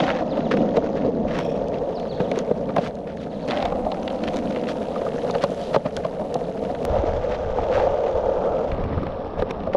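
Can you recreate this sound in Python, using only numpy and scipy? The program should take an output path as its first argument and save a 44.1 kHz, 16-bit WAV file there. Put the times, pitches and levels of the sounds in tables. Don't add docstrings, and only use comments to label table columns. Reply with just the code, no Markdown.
import sys
import numpy as np
from scipy import signal
from scipy.fft import rfft, irfft
from scipy.io import wavfile
from scipy.ndimage import uniform_filter1d, map_coordinates

SR = 44100
rng = np.random.default_rng(int(sys.argv[2]) if len(sys.argv) > 2 else 0)


def bounce(signal):
    frames = np.transpose(np.atleast_2d(signal))
    limited = np.clip(frames, -1, 1)
    pcm = np.round(limited * 32767).astype(np.int16)
    wavfile.write(sys.argv[1], SR, pcm)


N = 430429
TIME = np.arange(N) / SR
TURN_S = 6.852

# (time [s], wheel ring [dB], deck boom [dB], grit crunch [dB])
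ROLL_NEAR = [(0.0, -21, -25, -37), (0.21, -27, -31, -51), (0.57, -25.5, -26, -49),
             (1.03, -25.5, -29.5, -50.5), (1.18, -27.5, -27, -54.5), (1.56, -26, -32.5, -51.5),
             (1.92, -28, -36.5, -53.5), (2.27, -28.5, -32, -50), (2.59, -27.5, -32, -53),
             (3.05, -34.5, -37.5, -59), (3.42, -32.5, -33, -50.5), (3.52, -26, -32, -56),
             (3.7, -28, -32, -52.5), (3.96, -29.5, -34.5, -51), (4.5, -28.5, -29, -47.5),
             (4.88, -28.5, -34.5, -49.5), (5.22, -27, -34, -47), (5.9, -31.5, -38, -50.5),
             (6.29, -28.5, -36.5, -52.5), (6.84, -28.5, -33.5, -49.5)]
# (time [s], ring peak [dB], pitch factor of the ring [1], clack [dB], thump [dB], ping [dB])
KNOCK_EVENTS = [(0.038, -17, 0.94, -29, -30, -30), (0.222, -14.5, 1.17, -33, -18, -45),
                (0.372, -24, 1, -30, -32, -30), (0.377, -13.5, 0.92, -38, -34, -34),
                (0.515, -21, 0.71, -25.5, -15, -38), (0.536, -10, 0.84, -36, -16, -43),
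                (0.578, -16, 0.72, -45, -9, -50), (0.768, -6, 0.8, -22.5, -22, -42),
                (0.779, -11, 1.12, -41, -18, -45), (1.048, -14, 0.72, -37.5, -8.5, -48),
                (1.075, -14.5, .72, -46, -18, -52), (2.202, -9.5, 0.76, -29, -6, -38),
                (2.316, -15, 0.86, -42, -27, -38), (2.373, -11, 0.82, -34, -21, -38),
                (2.512, -4.5, 0.85, -39, -11, -35), (2.694, -17, 0.89, -45, -16, -27),
                (2.765, -10, 1.14, -26.5, -6, -32), (2.782, -7.5, 1.0, -26, -5, -31),
                (3.529, -15, 1.3, -43, -35, -30), (3.624, -16, 1.3, -38, -36, -29),
                (3.655, -13, 1.22, -25.5, -32, -34), (3.722, -14, 1.15, -34, -38, -27),
                (3.755, -21, 1.15, -37, -38, -33), (3.864, -13.5, 1.24, -39, -38, -31),
                (3.921, -17.5, 1.25, -45, -38, -37), (4.96, -33, 1.14, -33, -34, -19.5),
                (5.017, -17, 0.95, -33, -28, -36), (5.065, -17, 1.15, -39, -28, -22),
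                (5.298, -18, 0.87, -28, -33, -28), (5.350, -14, 0.94, -25, -15, -28),
                (5.438, -6.5, 0.96, -19.5, -10, -17), (5.745, -7.5, 1.08, -23, -17, -31),
                (5.762, -1.5, 0.95, -28, 0, -25), (5.855, -11.5, 1.15, -33, -10, -27),
                (5.863, -18, 1.06, -27, -22, -35), (6.048, -10.5, 1.09, -27.5, -8, -29),
                (6.214, -17, 1.02, -47, -35, -44), (6.354, -11, 1.06, -45, -12, -47),
                (7.035, -13.5, 0.71, -38, -34, -42), (7.585, -11.5, 1.21, -39, -36, -22),
                (7.777, -13, 1.33, -32, -38, -34), (7.799, -14.5, 1.4, -32, -40, -34),
                (7.869, -13, 1.2, -39, -38, -36), (8.067, -16, 0.95, -33.5, -36, -34),
                (8.78, -18, 0.86, -37, -18, -37), (8.977, -20, .7, -42, -10, -25),
                (9.031, -19, .62, -38, -15, -23), (9.392, -16.5, 0.93, -37, -30, -33),
                (9.422, -10.5, 0.85, -34, -22, -17), (9.429, -15, 0.85, -46, -26, -34),
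                (9.507, -18, 0.77, -44, -17, -34), (9.671, -12, 1.05, -37.5, -34, -33),
                (9.683, -21, 0.92, -55, -40, -50), (9.698, -17, 0.91, -55, -41, -50),
                (9.747, -5, 0.95, -33, -15, -40)]
# (frequency [Hz], relative density [dB per Hz])
WHEELS_NEAR = [(190, -18), (330, -15), (383, -11), (420, -4.5), (485, 1.5), (591, -1), (640, -4.5),
               (725, -3.5), (810, -15), (940, -14), (1060, -23.5), (1240, -24), (1450, -46.5),
               (1880, -34.5), (3190, -120)]
# (frequency [Hz], relative density [dB per Hz])
RASP_SPECTRUM = [(400, -40.5), (1100, 11), (1900, 7.5), (3500, -3), (4600, -8.5), (5700, -11.5),
                 (8000, -28), (12000, -44.5), (16000, -49)]
# (frequency [Hz], relative density [dB per Hz])
CLICK_SPECTRUM = [(300, -27.5), (900, 13), (1700, 2.5), (3000, -3.5), (4300, -5.5), (5200, -18),
                  (6500, -24.5), (8300, -29), (10000, -38.5), (15000, -40.5)]


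def gain_of(db):
    return 10 ** (np.asarray(db) / 20)


def evened(x):
    return x / np.sqrt(np.mean(x ** 2) + 1e-20)


def level(rows, axis=1):
    rows = np.asarray(rows)
    return gain_of(np.interp(TIME, rows[:, 0], rows[:, axis]))


def add(mix, s, sound):
    part = mix[max(round(s * SR), 0):][:len(sound)]
    part += sound[:len(part)]


def coloured(x, points, size=4096):
    hz, db = np.transpose(points)
    bin_hz = abs(np.fft.fftfreq(size, 1 / SR))
    bin_db = np.interp(np.log(bin_hz + 1), np.log(hz + 1), np.maximum(db, -100))
    log_gain = np.log(gain_of(bin_db))
    ring = np.fft.ifft(np.exp(np.conj(signal.hilbert(log_gain)))).real
    return signal.oaconvolve(x, ring[:size // 2])[:len(x)]


def wander(rate_hz):
    hz = np.fft.rfftfreq(N, 1 / SR)
    weight = hz / (hz + 2) / (1 + (hz / rate_hz) ** 4)
    return evened(irfft(rfft(rng.standard_normal(N)) * weight, N))


def stones(per_s, spread_db, largest=6):
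    size = gain_of(spread_db * np.minimum(rng.exponential(1, N), largest))
    return size * rng.choice([-1, 1], N) * (rng.random(N) < per_s / SR)


def retuned(x, factor):
    return map_coordinates(x, [np.cumsum(factor) % N], order=1, mode="wrap")


def by_position(near, turned, lifted):
    lift_s, lift_length_s = 8.7, 0.11
    lift = np.clip((TIME - lift_s) / lift_length_s, 0, 1)
    return np.where(TIME < TURN_S, near, (1 - lift) * turned + lift * lifted)


def pressed(start, end, crest):
    return np.interp((TIME - start) / (end - start), [0, np.clip(crest, .05, .95), 1], [0, 1, 0])


def bird(echo_s=0.043, echo_db=-10, street_db=-5, street_s=0.032):
    # (time [s], length [s], top pitch [Hz], place of the top [0-1], level before a 1 dB lift [dB])
    chirps = [(0.284, 0.049, 5050, 0.2, -50), (0.299, 0.054, 3990, 0.25, -47.5),
              (0.434, 0.053, 3980, .2, -46), (0.581, 0.052, 3950, 0.13, -50.5),
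              (1.942, 0.052, 5470, 0, -46), (2.082, 0.062, 4510, 0.27, -43.5), (2.224, 0.054, 4130, 0, -48),
              (2.288, 0.045, 4130, 0.1, -53), (3.17, 0.055, 4500, 0.05, -55),
              (3.294, 0.054, 4420, 0.1, -54), (3.34, 0.05, 4150, .15, -55), (3.413, 0.052, 4500, 0.25, -52)]
    fall = 0.29
    swell = 0.97
    flutter_db = 1.5
    out = np.zeros(N)
    for s, length, top_hz, crest, db in chirps:
        u = np.linspace(0, 1, round(length * SR))
        hz = top_hz * (1 - fall * np.sin(1.9 * (u - crest) / (1 - crest)) ** 2)
        tone = np.sin(2 * np.pi * np.cumsum(hz) / SR)
        note = gain_of(db + 1) * tone * abs(np.sin(np.pi * u)) ** swell
        add(out, s, note)
        add(out, s + echo_s, gain_of(echo_db) * note)
    out = out * gain_of(flutter_db * np.tanh(wander(rate_hz=120)))
    t = np.arange(SR // 3) / SR
    street = rng.standard_normal(len(t)) * t * np.exp(-t / street_s)
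    reverb = signal.oaconvolve(out, street / np.linalg.norm(street))[:N]
    return out + gain_of(street_db) * reverb


def wind():
    # (time of the crest [s], level [dB], decay time constant [s])
    blasts = [(0.61, -39, .16), (1.27, -35, .16), (1.6, -35, .14), (3.66, -33.5, 0.21), (4.21, -36.5, 0.2),
              (6.92, -22, 0.15), (7.12, -27, .16), (7.42, -27.5, 0.24), (7.76, -30, 0.16),
              (8.16, -33, 0.14), (8.72, -23, 0.11), (8.84, -28, .07), (8.98, -27.5, .1), (9.4, -26, 0.048)]
    # (frequency [Hz], relative density [dB per Hz])
    gust_spectrum = [(10, -7), (25, 0), (40, -3), (80, -0.5), (120, -8.5), (200, -25), (400, -36),
                     (1000, -77.5), (4000, -100)]
    near_db, turned_db, rise_s = -48, -37, 0.033
    follow = 0.22
    pace = evened(level(ROLL_NEAR, axis=2)) ** follow
    power = np.where(TIME < TURN_S, gain_of(near_db) * pace, gain_of(turned_db)) ** 2
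    for s, db, fall_s in blasts:
        decay = np.where(TIME < s, ((s - TIME) / rise_s) ** 2, (TIME - s) / fall_s)
        power = power + (gain_of(db) * np.exp(-decay)) ** 2
    lumps = gain_of(2.5 * wander(rate_hz=10))
    buffet = evened(coloured(rng.standard_normal(N), gust_spectrum) * lumps)
    drone_hz = 75 + 3 * wander(rate_hz=37)
    drone = np.sin(2 * np.pi * np.cumsum(drone_hz) / SR) * gain_of(-48.5 + 2.5 * wander(rate_hz=11))
    return buffet * np.sqrt(power) + drone * (TIME < TURN_S)


def handling():
    # (frequency [Hz], relative density [dB per Hz])
    rustle_spectrum = [(30, -7), (70, 3), (140, 6.5), (300, 4.5), (500, -11.5), (1000, -17), (2000, -22.5),
                       (4500, -48), (7000, -65), (12000, -75)]
    start_s, top_s, stop_s, release_s, rub_db = 8.64, 8.85, 9.11, 0.03, -31
    rub = coloured(stones(per_s=500, spread_db=1.5), rustle_spectrum) * gain_of(3.2 * wander(rate_hz=45.0))
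    pressure = np.minimum((TIME - start_s) / (top_s - start_s), (stop_s - TIME) / release_s)
    return gain_of(rub_db) * evened(rub) * np.clip(pressure, 0, 1)


def fingers(crest=0.26, catch_db=4, catch_hz=110, drift=.007):
    # (frequency [Hz], relative level [dB], 60 dB decay time [s])
    case_modes = [(2550, 3, 0.011), (3260, 3.5, 0.0092), (5400, -1.5, 0.012), (7830, -36, .012)]
    # (start [s], end [s], level [dB])
    touches = [(0.562, 0.59, -44), (1.385, 1.397, -29), (1.31, 1.67, -47), (1.485, 1.535, -50),
               (9.506, 9.514, -34)]
    out, t = np.zeros(N), np.arange(SR // 30) / SR
    ring = sum(gain_of(db - 60 * t / t60) * np.sin(2 * np.pi * hz * t) for hz, db, t60 in case_modes)
    slips = rng.standard_normal(N) * gain_of(catch_db * wander(rate_hz=catch_hz))
    case = signal.oaconvolve(slips, ring)[:N]
    slide = evened(retuned(case, 1 + drift * wander(rate_hz=25)))
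    for start, end, db in touches:
        out += gain_of(db) * slide * pressed(start, end, crest)
    return out


def jump_click(decay_s=0.00033):
    out = np.zeros(N)
    add(out, TURN_S, gain_of(-13) * np.exp(-np.arange(SR // 100) / SR / decay_s))
    return out


def whine(waver=0.026, flutter_db=3):
    start_s, end_s, centre_hz, whine_db = 8.32, 8.7, 1325, -42.5
    u = np.clip((TIME - start_s) / (end_s - start_s), 0, 1)
    hz = centre_hz * (1 + waver * wander(rate_hz=110))
    tone = np.sin(2 * np.pi * np.cumsum(hz) / SR)
    return tone * np.sqrt(abs(np.sin(np.pi * u))) * gain_of(whine_db + flutter_db * wander(rate_hz=50))


def scuffs():
    # (start [s], end [s], rasp before a 3 dB lift [dB], place of the crest [0-1], swish [dB])
    drags = [(0.0, 0.13, -36.5, 0.9, -61), (0.13, 0.22, -38.5, 0.37, -64), (0.507, 0.555, -32, 0.1, -55),
             (0.735, 0.78, -42, .85, -52), (0.834, 0.877, -46, 0.7, -65), (0.956, 0.995, -40, 0.4, -65),
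             (1.262, 1.431, -37, 0.8, -56), (1.726, 1.79, -48, 0.3, -66), (2.338, 2.42, -42.5, 0.45, -51),
             (2.777, 2.89, -40.5, 0.8, -45), (3.067, 3.15, -48.5, 0.1, -65), (3.19, 3.252, -52, .7, -52),
             (3.47, 3.732, -39.5, 0.13, -54), (4.226, 4.265, -44, 0.3, -48), (4.27, 4.284, -32, 0.5, -45),
             (4.678, 4.73, -39.5, 0.17, -39.5), (5.409, 5.445, -34.5, 0.34, -40),
             (5.546, 5.734, -58, 0.5, -46), (5.73, 5.776, -37, 0.3, -41), (7.305, 7.373, -39.5, 0.45, -60),
             (7.568, 7.66, -47.5, 0.55, -64), (7.71, 7.862, -36, 0.24, -52),
             (9.373, 9.427, -44.5, 0.4, -62), (9.488, 9.517, -41, 0.8, -62), (9.727, 9.75, -41, .35, -62)]
    # (frequency [Hz], relative density [dB per Hz])
    swish_spectrum = [(900, -28.5), (2000, -8), (3200, 4), (4400, 0), (6500, -9), (8000, -17), (10500, -22),
                      (15000, -44)]
    bite = 0.63
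    out = np.zeros(N)
    slips = coloured(stones(per_s=1600, spread_db=2.5, largest=3.2), RASP_SPECTRUM)
    rasp = evened(slips * gain_of(4.3 * np.tanh(wander(rate_hz=220))))
    fine_slips = coloured(stones(per_s=5000, spread_db=2.0, largest=3.5), swish_spectrum)
    swish = evened(fine_slips * gain_of(2.1 * wander(rate_hz=200)))
    for start, end, rasp_db, crest, swish_db in drags:
        pressure = pressed(start, end, crest) ** bite
        out += (gain_of(rasp_db + 3.0) * rasp + gain_of(swish_db) * swish) * pressure
    return out


def lesser_ticks():
    # (start [s], end [s], typical tick peak [dB], snap peak [dB])
    gritty = [(0.0, 0.12, -30, -58), (0.96, 1.025, -33, -64), (2.352, 2.394, -26, -48),
              (3.475, 3.59, -28, -52), (4.335, 4.4, -26.5, -48), (4.529, 4.63, -31, -68),
              (8.749, 9.053, -36, -73)]
    per_s, spread_db, centre_hz, spread_octaves = 70, 3, 2500, 0.34
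    rows = []
    for start, end, peak_db, snap_db in gritty:
        for s in np.arange(start, end, 1 / per_s):
            late, size, pitch = rng.standard_normal(3)
            size_db = spread_db * size
            hz = centre_hz * 2 ** (spread_octaves * pitch)
            rows.append((s + .5 * np.tanh(late) / per_s, peak_db + size_db, hz, snap_db + size_db))
    return rows


def ticks(rise_s=0.0011, decay_s=0.0023, width_hz=1400, snap_s=0.0011):
    # (time [s], tick peak [dB], centre frequency [Hz], snap peak [dB])
    sharp_ticks = [(0.002, -11.5, 3000, -38), (0.038, -13.5, 2200, -52), (0.066, -20, 3200, -45),
                   (0.079, -12, 1900, -52), (0.0905, -10, 1650, -52), (0.102, -8.5, 1900, -43),
                   (0.131, -25, 2800, -58), (0.405, -23, 2900, -59), (0.5707, -17, 2440, -49),
                   (0.772, -23, 2200, -48), (0.869, -24, 1800, -62), (1.287, -29, 2500, -60),
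                   (1.307, -29, 2800, -60), (1.352, -20, 1750, -56), (1.371, -24, 1900, -54),
                   (1.3887, -12.5, 2000, -47), (1.401, -20, 2200, -58), (1.684, -42, 1910, -41),
                   (1.742, -26.5, 2700, -64), (1.998, -32, 3600, -45), (2.206, -18.5, 1900, -58),
                   (2.3146, -14, 2500, -39), (2.389, -22, 2610, -30.5), (2.69, -22.5, 2370, -62),
                   (2.703, -25, 2400, -62), (2.7636, -15, 1990, -36), (2.953, -48, 4000, -49),
                   (3.171, -25, 2200, -52), (3.478, -25, 3300, -43), (3.4853, -20, 2600, -40),
                   (3.501, -21, 3400, -48), (3.5086, -12.5, 3640, -39), (3.5172, -11.5, 2600, -47),
                   (3.524, -21, 2600, -53), (3.564, -23, 3300, -46), (3.5715, -15, 2880, -48),
                   (3.602, -20.5, 3200, -56), (3.619, -24, 4000, -52), (3.625, -15.5, 3380, -40),
                   (3.6533, -17, 3500, -42), (3.917, -16, 3720, -55), (4.0775, -15.5, 3170, -45),
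                   (4.101, -24, 3200, -58), (4.189, -30, 4400, -56), (4.2373, -16.5, 2810, -38),
                   (4.277, -16, 2600, -50), (4.2845, -16, 3000, -41), (4.341, -22, 2900, -46),
                   (4.361, -28, 2600, -40), (4.3688, -27, 2270, -34), (4.508, -25.5, 3000, -56),
                   (4.523, -25, 3000, -61), (4.5604, -19, 2390, -60), (4.571, -30, 2600, -62),
                   (4.638, -26, 2300, -62), (4.67, -22, 3000, -60), (4.718, -25, 2700, -54),
                   (4.821, -32, 2600, -62), (4.868, -32, 2900, -62), (5.088, -27, 3000, -60),
                   (5.118, -25, 2800, -60), (5.193, -31, 3000, -58), (5.218, -29, 2600, -60),
                   (5.277, -27, 3200, -52), (5.3096, -26, 4250, -35), (5.351, -18, 1650, -56),
                   (5.4385, -21, 1570, -33.5), (5.446, -24, 3000, -43), (5.505, -43, 4000, -43),
                   (5.546, -46, 4000, -43), (5.761, -9.5, 1860, -35.5), (5.9665, -29, 3120, -27.5),
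                   (5.971, -18, 1200, -43), (6.3425, -24, 3600, -33.5), (6.65, -27, 2800, -58),
                   (6.7481, -20.5, 2000, -54), (8.7164, -19.5, 2200, -56), (8.838, -26, 2410, -58),
                   (8.977, -28, 1600, -66), (9.0669, -20, 1800, -58), (9.397, -26, 3200, -57),
                   (9.42, -25, 3000, -62), (9.4225, -14, 1300, -66), (9.508, -14.5, 1700, -49),
                   (9.636, -31, 2800, -60), (9.734, -19.5, 1980, -66)]
    # (frequency [Hz], relative density [dB per Hz])
    snap_spectrum = [(2000, -7), (3500, 4.5), (5500, 1), (6600, 0), (8300, -15), (10000, -11),
                     (15000, -43.5)]
    out, t = np.zeros(N), np.arange(SR // 25) / SR
    for s, peak_db, hz, snap_db in list(sharp_ticks) + lesser_ticks():
        rattle, crack = rng.standard_normal((2, len(t)))
        ring = np.exp(-np.pi * width_hz * t) * np.cos(2 * np.pi * hz * t)
        burst = rattle * np.exp(-t / decay_s) * (1 - np.exp(-t / rise_s))
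        tick = coloured(signal.fftconvolve(burst, ring)[:len(t)], CLICK_SPECTRUM)
        snap = coloured(crack * np.exp(-t / snap_s), snap_spectrum)
        add(out, s, gain_of(peak_db - 5.0) * tick / abs(tick).max())
        add(out, s, gain_of(snap_db + 9.5) * snap / abs(snap).max())
    return out


def run_ups(rise_s=0.0055, ring_db=-15, crunch_db=-9):
    out, t = np.zeros(N), np.arange(-SR // 30, SR // 100) / SR
    swell = np.exp(np.minimum(t / rise_s, -(t / rise_s * 2) ** 2 * (t > 0)))
    for s, peak_db, _, clack_db, _, _ in KNOCK_EVENTS:
        shake, grain = rng.standard_normal((2, len(t)))
        ring = evened(coloured(shake, WHEELS_NEAR))
        crunch = evened(coloured(grain, RASP_SPECTRUM))
        stir = gain_of(peak_db + ring_db) * ring + gain_of(clack_db + crunch_db) * crunch
        add(out, s + t[0], swell * stir)
    return out


def struck_ring(t, tune, hard_db, climb_s=0.0024, chatter=0.066, chatter_s=0.0045):
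    # (frequency [Hz], relative level [dB], 60 dB decay time [s])
    board_modes = [(165, -28, 0.039), (235, 0, 0.11), (354, -5, 0.02), (501, 5.5, 0.051),
                   (585, 22.5, 0.035), (692, 11, 0.044), (889, -2, 0.055)]
    lowest_hz, contact_hz = 140, 1300
    soft_wheel = signal.butter(2, [lowest_hz, contact_hz], "bandpass", fs=SR, output="sos")
    modes = np.zeros(len(t))
    for hz, db, t60 in board_modes:
        modes += gain_of(db + hard_db * np.log2(hz) - 60 * t / t60) * np.sin(2 * np.pi * hz * tune * t)
    shake = rng.standard_normal(len(t))
    blow = signal.unit_impulse(len(t)) + chatter * shake * np.exp(-(t / chatter_s) ** 2 / 2)
    ring = signal.fftconvolve(blow, modes)[:len(t)] * np.tanh(t / climb_s)
    return signal.sosfilt(soft_wheel, ring)


def knocks(clack_s=0.0039, clack_rise_s=0.00088, thump_hz=158, thump_s=0.0056,
           ping_hz=1210, ping_s=0.0055, ping_rise_s=0.00092, ping_jitter=0.02):
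    hard_db_per_octave = 10
    hard_per_clack = 0.39
    out, t = np.zeros(N), np.arange(SR // 8) / SR
    thump = np.sin(2 * np.pi * thump_hz * t) * t / thump_s * np.exp(1 - t / thump_s)
    clack_swell = np.exp(-t / clack_s) * (1 - np.exp(-t / clack_rise_s))
    ping_swell = np.exp(-t / ping_s) * (1 - np.exp(-t / ping_rise_s))
    for s, peak_db, tune, clack_db, thump_db, ping_db in KNOCK_EVENTS:
        rattle, jitter = rng.standard_normal((2, len(t)))
        ring = struck_ring(t, tune, hard_db_per_octave + hard_per_clack * (clack_db - peak_db))
        ping = np.sin(2 * np.pi * ping_hz * t + ping_jitter * np.cumsum(jitter)) * ping_swell
        clack = coloured(rattle * clack_swell, CLICK_SPECTRUM)
        add(out, s, gain_of(peak_db) * ring / abs(ring).max() + gain_of(ping_db) * ping)
        add(out, s, gain_of(clack_db + 3.5) * clack / abs(clack).max() + gain_of(thump_db - 14.5) * thump)
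    return out


def load():
    # (start [s], end [s], rise of the wheels' pitch factor [1], time over which that rise eases off [s])
    pushes = [(-0.4, 1.4, .17, .65), (3.35, 4.95, .125, 1.4)]
    shift_s = .27
    deck_stiffen = .12
    wheels, deck = 0.97, .94
    for start, end, squeeze, relax_s in pushes:
        wheels = wheels + squeeze * np.interp(TIME - start, [0, shift_s, shift_s + relax_s], [0, 1, 0])
        deck = deck + deck_stiffen * np.clip(np.minimum(TIME - start, end - TIME) / shift_s, 0, 1)
    sway = 1 + 0.02025 * wander(rate_hz=5.0)
    return wheels * sway, deck * sway


def pebbles(per_s=60, spread_db=1.5, cycles=1.52):
    t, out = np.arange(SR // 100) / SR, np.zeros(N)
    for hz in np.geomspace(1200, 6000, 9):
        cracks = stones(per_s, spread_db, largest=3)
        swell = np.exp(-hz * t / cycles) * np.tanh(hz * t / cycles)
        ring = np.sin(2 * np.pi * hz * t) * swell * hz ** 0.55
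        out += signal.oaconvolve(cracks, ring)[:N]
    return evened(out * gain_of(5 * np.tanh(wander(rate_hz=90))))


def wheel_ring(road, tune):
    # (frequency [Hz], relative density [dB per Hz])
    wheels_turned = [(210, -43.5), (350, -11), (400, -13), (449, -1), (529, 0.5), (612, -1.5), (670, -7.5),
                     (727, -7), (800, -13.5), (880, -12), (1070, -25), (1190, -20), (1600, -42),
                     (2080, -67), (3520, -120)]
    wheels_lifted = [(200, -20.5), (350, -8.5), (440, 0.5), (540, 3), (620, -1.5), (720, -1.5), (830, -7),
                     (1050, -11), (1200, -10.5), (1400, -24), (1700, -27.5), (2200, -63.5), (5000, -100)]
    near = retuned(evened(coloured(road, WHEELS_NEAR)), tune)
    turned = evened(coloured(road, wheels_turned))
    lifted = evened(coloured(road, wheels_lifted))
    return by_position(near, turned, lifted)


def deck_boom(road, tune):
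    # (frequency [Hz], relative density [dB per Hz])
    deck_spectrum = [(65, -48), (110, -14.5), (130, -8.5), (161, -0.5), (204, 4), (243, 2), (295, 0),
                     (335, -5.5), (380, -12.5), (490, -45.5), (840, -100)]
    return retuned(evened(coloured(road, deck_spectrum)), tune)


def grit_crunch(road, patches):
    # (frequency [Hz], relative density [dB per Hz])
    grit_near = [(800, -18.5), (1300, 0), (1600, -3), (2200, -6.5), (3000, -6), (3900, -8.5), (4800, -12.5),
                 (5600, -14.5), (6700, -15.5), (7500, -29.5), (8500, -35.5), (12000, -62.5)]
    grit_turned = [(880, -19.5), (1500, -1.5), (1800, -6), (2400, -9), (3200, -9.5), (4600, -17.5),
                   (6300, -20), (7800, -31), (9000, -42), (16000, -74.5)]
    grit_lifted = [(900, -0.5), (1450, 0.5), (1900, -4.5), (2700, -6), (3600, -7.5), (4500, -15),
                   (5500, -16), (6200, -26.5), (7200, -39.5), (8500, -52.5), (16000, -83)]
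    loose = np.where(TIME < TURN_S, .8, .55) * pebbles()
    sand = evened(road) + loose + rng.standard_normal(N)
    sand = sand * gain_of(patches + 2.0 * wander(rate_hz=210))
    return by_position(*(evened(coloured(sand, c)) for c in (grit_near, grit_turned, grit_lifted)))


def fine_hiss(patches):
    # (time [s], level [dB])
    near_curve = [(0.0, -78), (1.2, -81), (2.25, -71.5), (3.18, -74.5), (3.58, -68), (5.56, -62.5),
                  (6.0, -67.5), (6.69, -66.5), (6.84, -67)]
    # (frequency [Hz], relative density [dB per Hz])
    fine_spectrum = [(5000, -27.5), (7500, 2), (8500, -5.5), (9400, 0.5), (10300, -3), (11500, -12),
                     (14000, -18.5), (15000, -33.5)]
    turned_db, lifted_db = -80.5, -83.5
    hiss_gain = by_position(level(near_curve) * gain_of(-1), gain_of(turned_db), gain_of(lifted_db))
    hiss = evened(coloured(rng.standard_normal(N), fine_spectrum))
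    return hiss * hiss_gain * gain_of(1.3 * patches)


def rolling():
    # (time [s], wheel ring [dB], deck boom [dB], grit crunch [dB])
    roll_turned = [(6.9, -21.5, -35, -44), (7.05, -23, -41.5, -44.5), (7.17, -25.5, -38.5, -44.5),
                   (7.46, -26.5, -39.5, -47), (7.84, -21.5, -41, -44.5), (8.11, -24, -42.5, -46),
                   (8.5, -21.5, -35.5, -48.5), (8.85, -30.5, -40, -47), (9.18, -31.5, -39.5, -49),
                   (9.72, -33, -35, -50.5)]
    wheels_trim_db, deck_trim_db, grit_trim_db = 0.86, 1.5, 1.5
    roll = np.vstack([ROLL_NEAR, roll_turned])
    patches = wander(rate_hz=19.0)
    swell = gain_of(1.16 * patches)
    road = stones(per_s=3500, spread_db=2.0)
    wheel_tune, deck_tune = load()
    wheels = wheel_ring(road, wheel_tune) * level(roll, axis=1) * gain_of(wheels_trim_db) * swell
    deck = deck_boom(road, deck_tune) * level(roll, axis=2) * gain_of(deck_trim_db) * swell
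    grit = grit_crunch(road, patches) * level(roll, axis=3) * gain_of(grit_trim_db)
    return wheels + deck + grit + fine_hiss(patches)


def scene():
    background = bird() + wind() + handling() + fingers() + jump_click()
    contact = whine() + scuffs() + ticks() + run_ups() + knocks()
    return (background + contact + rolling())[None]


def record(dry):
    limit_db, recover_db_per_s, edge_hz = -6, 46, 15100
    over_db = np.maximum(20 * np.log10(abs(dry[0]) + 1e-9) - limit_db, 0)
    recovery = recover_db_per_s * TIME
    duck_db = uniform_filter1d(np.maximum.accumulate(over_db + recovery) - recovery, size=128)
    low_pass = signal.firwin(511, edge_hz, window=("kaiser", 9), fs=SR)
    return signal.oaconvolve(dry * gain_of(-duck_db), low_pass[None], "same")


dry = scene()
out = record(dry)
bounce(out)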